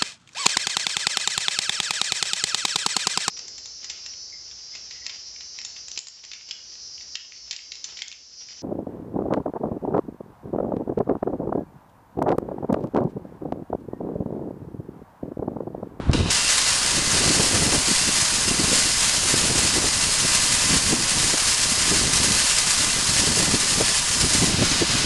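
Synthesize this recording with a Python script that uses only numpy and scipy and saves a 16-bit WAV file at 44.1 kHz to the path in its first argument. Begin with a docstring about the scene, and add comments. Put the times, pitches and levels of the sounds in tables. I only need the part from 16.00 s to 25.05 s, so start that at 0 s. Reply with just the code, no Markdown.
"""First comes a low puff of draught on the microphone and the clack of an air valve opening.
Air rushes from a plasma torch, its arc strikes, and the hot jet hisses, surging and spitting as it
cuts a steel plate. The steel rings along and the workshop echoes. Near the end the arc goes out and
the air blows on, duller. Gusts keep buffeting the single microphone, over steady workshop noise."""
import sys
import numpy as np
from scipy import signal
from scipy.fft import rfft, irfft, next_fast_len
from scipy.io import wavfile
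from scipy.ndimage import uniform_filter1d

SR = 44100
rng = np.random.default_rng(int(sys.argv[2]) if len(sys.argv) > 2 else 0)


def generate_wav(sig):
    """Save sig (samples, or channels by samples) to the path in sys.argv[1] as 16-bit PCM at SR."""
    pcm = np.round(np.clip(np.atleast_2d(sig).T, -1, 1) * 32767).astype(np.int16)
    wavfile.write(sys.argv[1], SR, pcm)


N = 399105
TIME = np.arange(N) / SR
ARC_ON_S, ARC_OFF_S = 0.2994, 8.49

# strength of the jet along the cut: (time [s], relative level [dB])
JET_LEVELS = [(0.31, -20.5), (0.65, -18.5), (1.0, -20.5), (1.3, -18.5), (1.65, -21), (2.2, -20),
              (2.52, -22.5), (2.72, -20), (3.7, -20.5), (3.92, -22), (4.3, -19.5), (4.7, -19.5),
              (4.96, -23), (5.1, -20.5), (6.75, -19.5), (7.0, -20.5), (7.9, -21), (9.05, -21)]
# the strongest flares of the jet: (time [s], rise [dB])
JET_FLARES = [(0.522, 2.5), (0.708, 1.5), (1.908, 2), (1.985, 2.5), (2.219, 1.5), (2.771, 3), (3.045, 2.3),
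              (3.856, 2.2), (4.344, 2.5), (4.752, 2.5), (4.899, 4), (5.482, 2.5), (6.161, 2), (6.388, 1.5),
              (7.189, 3.5), (7.872, 2), (7.953, 3.5), (8.353, 3.5)]
# brief dips in the hiss: (time [s], depth [dB])
JET_DIPS = [(0.78, 1.5), (4.83, 1.5), (6.06, 1.5), (6.95, 1.5), (8.05, 3), (8.56, 3), (8.85, 2.5)]
# the hiss of the lit torch: (frequency [Hz], relative level [dB])
ARC_SPECTRUM = [(400, -21), (800, -15), (1100, -8.5), (1950, -3.5), (2200, -5.5), (2800, -3), (3450, -4.5),
                (4300, -1.6), (5300, 0), (5800, -1.5), (6800, 0), (8500, -3), (9200, -2.8), (9800, -5),
                (10400, -5), (11000, -12.5), (11800, -19.5), (14000, -43)]
# the air after the arc goes out: (frequency [Hz], relative level [dB])
AIR_SPECTRUM = [(500, -10), (900, -10.5), (1500, -4), (2300, -3.5), (2800, -1), (3400, -2.5), (5000, 0.5),
                (5900, -3), (6700, -1), (7900, -5.5), (10300, -8.5), (11800, -24), (14000, -44)]
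# notes of the hollow between nozzle and cut: (pitch [Hz], width [Hz], relative level [dB])
CAVITY_NOTES = [(2724, 89, -23.5), (4547, 260, -18), (5080, 140, -18.5), (7120, 140, -22.5),
                (8260, 190, -22.5), (9010, 260, -17.5)]
# clacks of the air valve: (time [s], relative peak [dB])
VALVE_CLACKS = [(0.114, -23), (0.1312, -16), (0.1334, -9)]
# the valve and the air before the arc: (frequency [Hz], relative level [dB])
VALVE_SPECTRUM = [(500, 4), (1100, -5), (2300, -3.5), (2800, 5.5), (3350, -5), (3850, 5.5), (4300, -3),
                  (5080, -1), (5600, -4), (7600, -9), (10300, -13), (11000, -23), (14000, -68)]
# ringing notes of the plate and its table: (pitch [Hz], width [Hz], gain [dB])
STEEL_NOTES = [(966, 20, -6), (1070, 16, 2.5), (1166, 8.1, -3), (1200, 11, -2.5), (1483, 36, -12),
               (1610, 18, -4), (1723, 17, -8.5), (2032, 15, -3), (2420, 7.3, -6), (2430, 16, -13),
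               (3080, 37, -9), (3180, 25, -10.5), (3690, 9.8, -7), (4130, 44, -4), (4900, 34, -4),
               (6250, 17, -6), (8450, 40, -6)]
# the draught before its highs are faded: (frequency [Hz], relative level [dB])
DRAUGHT_SPECTRUM = [(15, -11), (45, -2), (130, -0.5), (300, -1.5), (600, -2.5), (1500, 2)]
# gusts: (start [s], length [s], relative level [dB], upper edge of the sound [Hz])
DRAUGHT_GUSTS = [(0.095, 0.13, -21.5, 290), (0.966, 0.085, -30, 340), (1.214, 0.21, -24, 524),
                 (1.53, 0.23, -26, 500), (2.47, .26, -27.5, 393), (3.37, 0.47, -26.5, 520),
                 (4.7, 0.28, -30, 344), (5.203, 0.055, -29, 310), (5.926, 0.39, -28.5, 367),
                 (7.258, 0.25, -26.5, 450), (7.767, 0.046, -29, 380), (8.22, 0.18, -28.5, 280),
                 (8.5, 0.11, -22.5, 305), (8.95, .1, -29, 240)]
# the weaker draught between gusts: (time [s], relative level [dB])
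DRAUGHT_LULL = [(0, -24.5), (0.4, -42), (0.8, -43.5), (1.8, -35), (2.15, -36.5), (3.0, -36.5), (3.2, -36),
                (4.6, -33.5), (5.45, -39), (5.7, -33), (6.5, -41), (6.95, -33), (8.07, -39), (8.5, -31),
                (9.05, -33)]
# single hard thumps of the draught: (time [s], relative peak [dB], pitch [Hz])
DRAUGHT_THUMPS = [(0.107, -12.5, 81), (0.149, -14.5, 240), (0.206, -8, 108), (0.238, -19, 134),
                  (1.31, -15, 250), (1.749, -15, 393), (1.914, -14, 199), (2.086, -16, 230),
                  (2.185, -22, 199), (2.599, -12.5, 260), (2.731, -11.5, 346), (4.252, -18, 300),
                  (4.742, -13, 222), (4.932, -10.5, 315), (5.341, -17, 320), (5.921, -13.5, 308),
                  (6.31, -15, 190), (7.546, -9.5, 230), (7.811, -10, 417), (8.242, -11.5, 150),
                  (8.432, -9.5, 260), (8.627, -11, 387), (8.821, -9.5, 260)]
# steady noise of the workshop: (frequency [Hz], relative level [dB])
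SHOP_SPECTRUM = [(30, 7.5), (120, -1), (350, -17.5), (1000, -1.5), (1400, -4.5), (2300, -14), (3500, -14.5),
                 (6000, -25), (10500, -33), (12000, -52)]


def jet(air_db, roar_db):
    """The arc makes the jet bright and unsteady; without it the air blows smooth and duller."""
    burning = 1 - ramp(ARC_OFF_S, 0.03)
    arc = arc_hiss(level_db=-1.13, spatter_db=-7.5, flutter_db=0.71, shimmer_db=-0.5)
    air = from_db(air_db) * smooth_noise(AIR_SPECTRUM)
    roar = from_db(roar_db) * noise_band(450, 1000)   # the largest swirls of air
    level = from_db(in_time(JET_LEVELS) + surges()) * ramp(ARC_ON_S, 0.006)
    return level * (np.sqrt(burning) * arc + np.sqrt(1 - burning) * air + roar)


def arc_hiss(level_db, spatter_db, flutter_db, shimmer_db, pierced_s=1.26, dull_db=4):
    """The lit jet hisses and spits; its highs waver, and are duller until the plate is pierced."""
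    flow = rng.standard_normal(N)
    flow += from_db(spatter_db) * spatter(per_s=110, spread_db=6, burst_s=0.0019)
    hiss = coloured(flow, ARC_SPECTRUM) + cavity_song(wander_db=7.5)
    hiss *= from_db(level_db + flutter_db * drift(46))
    highs = filtered(hiss, 8800, "high", order=1)
    highs_db = shimmer_db * drift(10) - dull_db * (1 - ramp(pierced_s, 0.2))
    return hiss + highs * (from_db(highs_db) - 1)


def surges(per_s=11.5, jitter=0.1975, height_db=2.5, count=160):
    """The jet pulses as melted steel builds up and blows clear; gives the swing in dB."""
    gap_luck, height_luck = rng.standard_normal((count, 2)).T
    times = np.cumsum(np.exp(jitter * gap_luck)) / per_s
    heights = height_db * (1 + 0.14 * height_luck)
    pulses = swells(zip(times, heights), width_s=0.026)
    strike = swells([(ARC_ON_S + 0.016, 5)], width_s=0.018)   # the arc overshoots as it lights
    strong = strike + swells(JET_FLARES, width_s=0.026) - swells(JET_DIPS, width_s=0.056)
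    return strong + (pulses - pulses.mean()) * np.exp(-np.abs(strong))   # small pulses give way


def spatter(per_s, spread_db, burst_s):
    """Melted drops torn from the cut make tiny noise bursts of uneven size."""
    sizes = from_db(spread_db * rng.random(N))
    drops = (rng.random(N) < per_s / SR) * sizes ** 2
    power = signal.lfilter([1], [1, -np.exp(-1 / (burst_s * SR))], drops + 1e-18)   # each dies away
    return rms_one(np.sqrt(power) * rng.standard_normal(N))


def cavity_song(wander_db):
    """The jet sings in the hollow of the cut; notes come and go as the melt changes its shape."""
    out = np.zeros(N)
    for hz, width_hz, level_db in CAVITY_NOTES:
        tone = noise_band(hz - width_hz / 2, hz + width_hz / 2)
        wander = from_db(wander_db * np.tanh(drift(6.7)))
        out += from_db(level_db) * rms_one(tone * wander)
    return out


def air_valve(air_db, clack_db, clack_s, swell_s=0.057):
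    """The valve clacks; air rushes in, settles, then swells until the arc takes over."""
    settle_db = 4.3 * ramp(0.2, 0.02)
    swell_db = 6.5 * ramp(ARC_ON_S - swell_s, swell_s)
    last_clack_s = VALVE_CLACKS[-1][0]
    flowing = ramp(last_clack_s, 0.003) * (1 - ramp(ARC_ON_S, 0.02))
    level = from_db(air_db - settle_db + swell_db) * flowing
    for at_s, peak_db in VALVE_CLACKS:
        fade = (TIME >= at_s) * np.exp(-np.abs(TIME - at_s) / clack_s)
        level += from_db(peak_db + clack_db) * fade
    return level * smooth_noise(VALVE_SPECTRUM)


def nozzle_whistle(at_s, width_s, hz, width_hz, level_db):
    """The nozzle sings briefly while the arc settles."""
    tone = noise_band(hz - width_hz / 2, hz + width_hz / 2)
    return swells([(at_s, from_db(level_db))], width_s) * tone


def ringing_steel(x):
    """The jet sets the plate and its table ringing at their own notes."""
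    out = x.copy()
    for hz, width_hz, gain_db in STEEL_NOTES:
        decay = np.exp(-np.pi * width_hz / SR)   # narrower notes ring longer
        feed = np.array([1, 0, -1]) * (1 - decay ** 2) / 2
        feedback = [1, -2 * decay * np.cos(2 * np.pi * hz / SR), decay ** 2]
        out += from_db(gain_db) * signal.lfilter(feed, feedback, x)
    return out


def draught(gain_db, lump_db, puff_db, edge_octaves):
    """Swirls of air hit the microphone in lumps; the stronger ones reach higher in pitch."""
    lumps = drift(48)
    strength, edge_hz = gusts()
    edge_hz = edge_hz * 2 ** (edge_octaves * lumps)
    noise = smooth_noise(DRAUGHT_SPECTRUM)
    wind, below = 0, 0
    for top_hz in 100 * 2 ** (np.arange(10) / 2):   # half-octave slices, fading above the edge
        up_to_top = signal.sosfiltfilt(signal.butter(4, top_hz, fs=SR, output="sos"), noise)
        wind += (up_to_top - below) / np.sqrt(1 + (top_hz / edge_hz) ** 5)
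        below = up_to_top
    wind *= from_db(lump_db * lumps)
    wind /= np.sqrt(uniform_filter1d(wind ** 2, size=SR // 6))   # keep only the quick lumps
    return strength * from_db(gain_db + puff_db * drift(6.3)) * wind


def gusts(rise_db_per_s=75, fall_db_per_s=112, lull_edge_hz=305):
    """Each gust builds, holds and drops away; gives the strength and the sound's upper edge in Hz."""
    power = from_db(in_time(DRAUGHT_LULL)) ** 2
    weighted_edge = power * lull_edge_hz
    for start_s, length_s, level_db, edge_hz in DRAUGHT_GUSTS:
        before_s = np.maximum(start_s - TIME, 0)
        after_s = np.maximum(TIME - start_s - length_s, 0)
        gust = from_db(level_db - rise_db_per_s * before_s - fall_db_per_s * after_s) ** 2
        power += gust
        weighted_edge += gust * edge_hz
    return np.sqrt(power), weighted_edge / power


def thumps(gain_db, cycles):
    """A hard swirl of air swells and dies within a few cycles of its own pitch."""
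    out = np.zeros(N)
    for at_s, peak_db, hz in DRAUGHT_THUMPS:
        near = np.abs(TIME - at_s) < 0.08
        swirl = filtered(rng.standard_normal(near.sum()), [hz / 2, hz * 1.39], "band")
        swirl *= np.exp(-np.abs(TIME[near] - at_s) * hz / cycles)
        out[near] += from_db(peak_db + gain_db) * swirl / np.abs(swirl).max()
    return out


def workshop_echoes(x, echo_db, fade_s, dull_hz, count=90):
    """Sound bounces off the machine frame, floor and walls and comes back duller."""
    delays_s = np.geomspace(0.003, 0.2, count) * rng.uniform(0.85, 1.15, count)
    sizes = np.sqrt(delays_s) * from_db(-60 * delays_s / fade_s)
    bounces = np.zeros(SR)
    bounces[(delays_s * SR).astype(int)] = rng.choice([-1, 1], count) * sizes
    echoes = signal.fftconvolve(x, bounces / np.linalg.norm(bounces))[:N]
    return x + from_db(echo_db) * filtered(echoes, dull_hz, "low", order=1)


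def workshop_noise(level_db):
    """A faint, steady rumble and rush fills the room."""
    return from_db(level_db) * smooth_noise(SHOP_SPECTRUM)


def from_db(db):
    """Turn decibels into a multiplier."""
    return 10 ** (np.asarray(db) / 20)


def rms_one(x):
    """Scale to an average strength (rms) of 1."""
    return x / np.sqrt(np.mean(x ** 2) + 1e-20)


def in_time(rows):
    """Join (time, value) points with straight lines."""
    return np.interp(TIME, *np.transpose(rows))


def ramp(at_s, rise_s):
    """Climb from 0 to 1 and stay there."""
    return np.clip((TIME - at_s) / rise_s, 0, 1)


def swells(rows, width_s):
    """A bell-shaped bump for each (time [s], height)."""
    out = np.zeros(N)
    for at_s, height in rows:
        near = slice(*np.searchsorted(TIME, [at_s - 3 * width_s, at_s + 3 * width_s]))
        out[near] += height * np.exp(-((TIME[near] - at_s) / width_s) ** 2)
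    return out


def filtered(x, hz, kind, order=2):
    """Keep the lows, the highs or a band."""
    return signal.sosfilt(signal.butter(order, hz, kind, fs=SR, output="sos"), x)


def noise_band(low_hz, high_hz):
    """Noise between two frequencies; a narrow band sounds like a note."""
    return rms_one(filtered(rng.standard_normal(N), [low_hz, high_hz], "band"))


def drift(rate_hz):
    """A random wobble of strength 1, up to about the given speed."""
    hz = np.arange(N // 2 + 1) * SR / N
    return rms_one(irfft(rfft(rng.standard_normal(N)) / (1 + (hz / rate_hz) ** 4), N))


def coloured(x, spectrum):
    """Set a noise's balance of lows and highs, at strength 1."""
    size = next_fast_len(N)
    hz = np.maximum(np.arange(size // 2 + 1) * SR / size, 1)
    points_hz, points_db = np.transpose(spectrum)
    gain = from_db(np.interp(np.log(hz), np.log(points_hz), points_db))
    return rms_one(irfft(rfft(x, size) * gain, size)[:N])


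def smooth_noise(spectrum):
    """An even rush, like flowing air."""
    return coloured(rng.standard_normal(N), spectrum)


def scene():
    """Torch, steel, room and draught, the same in both channels."""
    torch = jet(air_db=-0.8, roar_db=-21)
    torch += air_valve(air_db=-29, clack_db=-7, clack_s=0.0028)
    torch += nozzle_whistle(at_s=0.455, width_s=0.035, hz=2740, width_hz=70, level_db=-31)
    torch = workshop_echoes(ringing_steel(torch), echo_db=-8.5, fade_s=0.25, dull_hz=9050)
    shop = workshop_noise(level_db=-38)
    wind = draught(gain_db=-0.94, lump_db=3.5, puff_db=1, edge_octaves=0.096)
    wind += thumps(gain_db=-1.5, cycles=2.17)
    return np.tile((torch + shop + wind) * ramp(0, 0.0013), (2, 1))


def record(dry):
    """Cut the highs steeply above 11900 Hz."""
    return signal.sosfilt(signal.ellip(12, 0.1, 90, 11900, fs=SR, output="sos"), dry)


dry = scene()
out = record(dry)
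generate_wav(out)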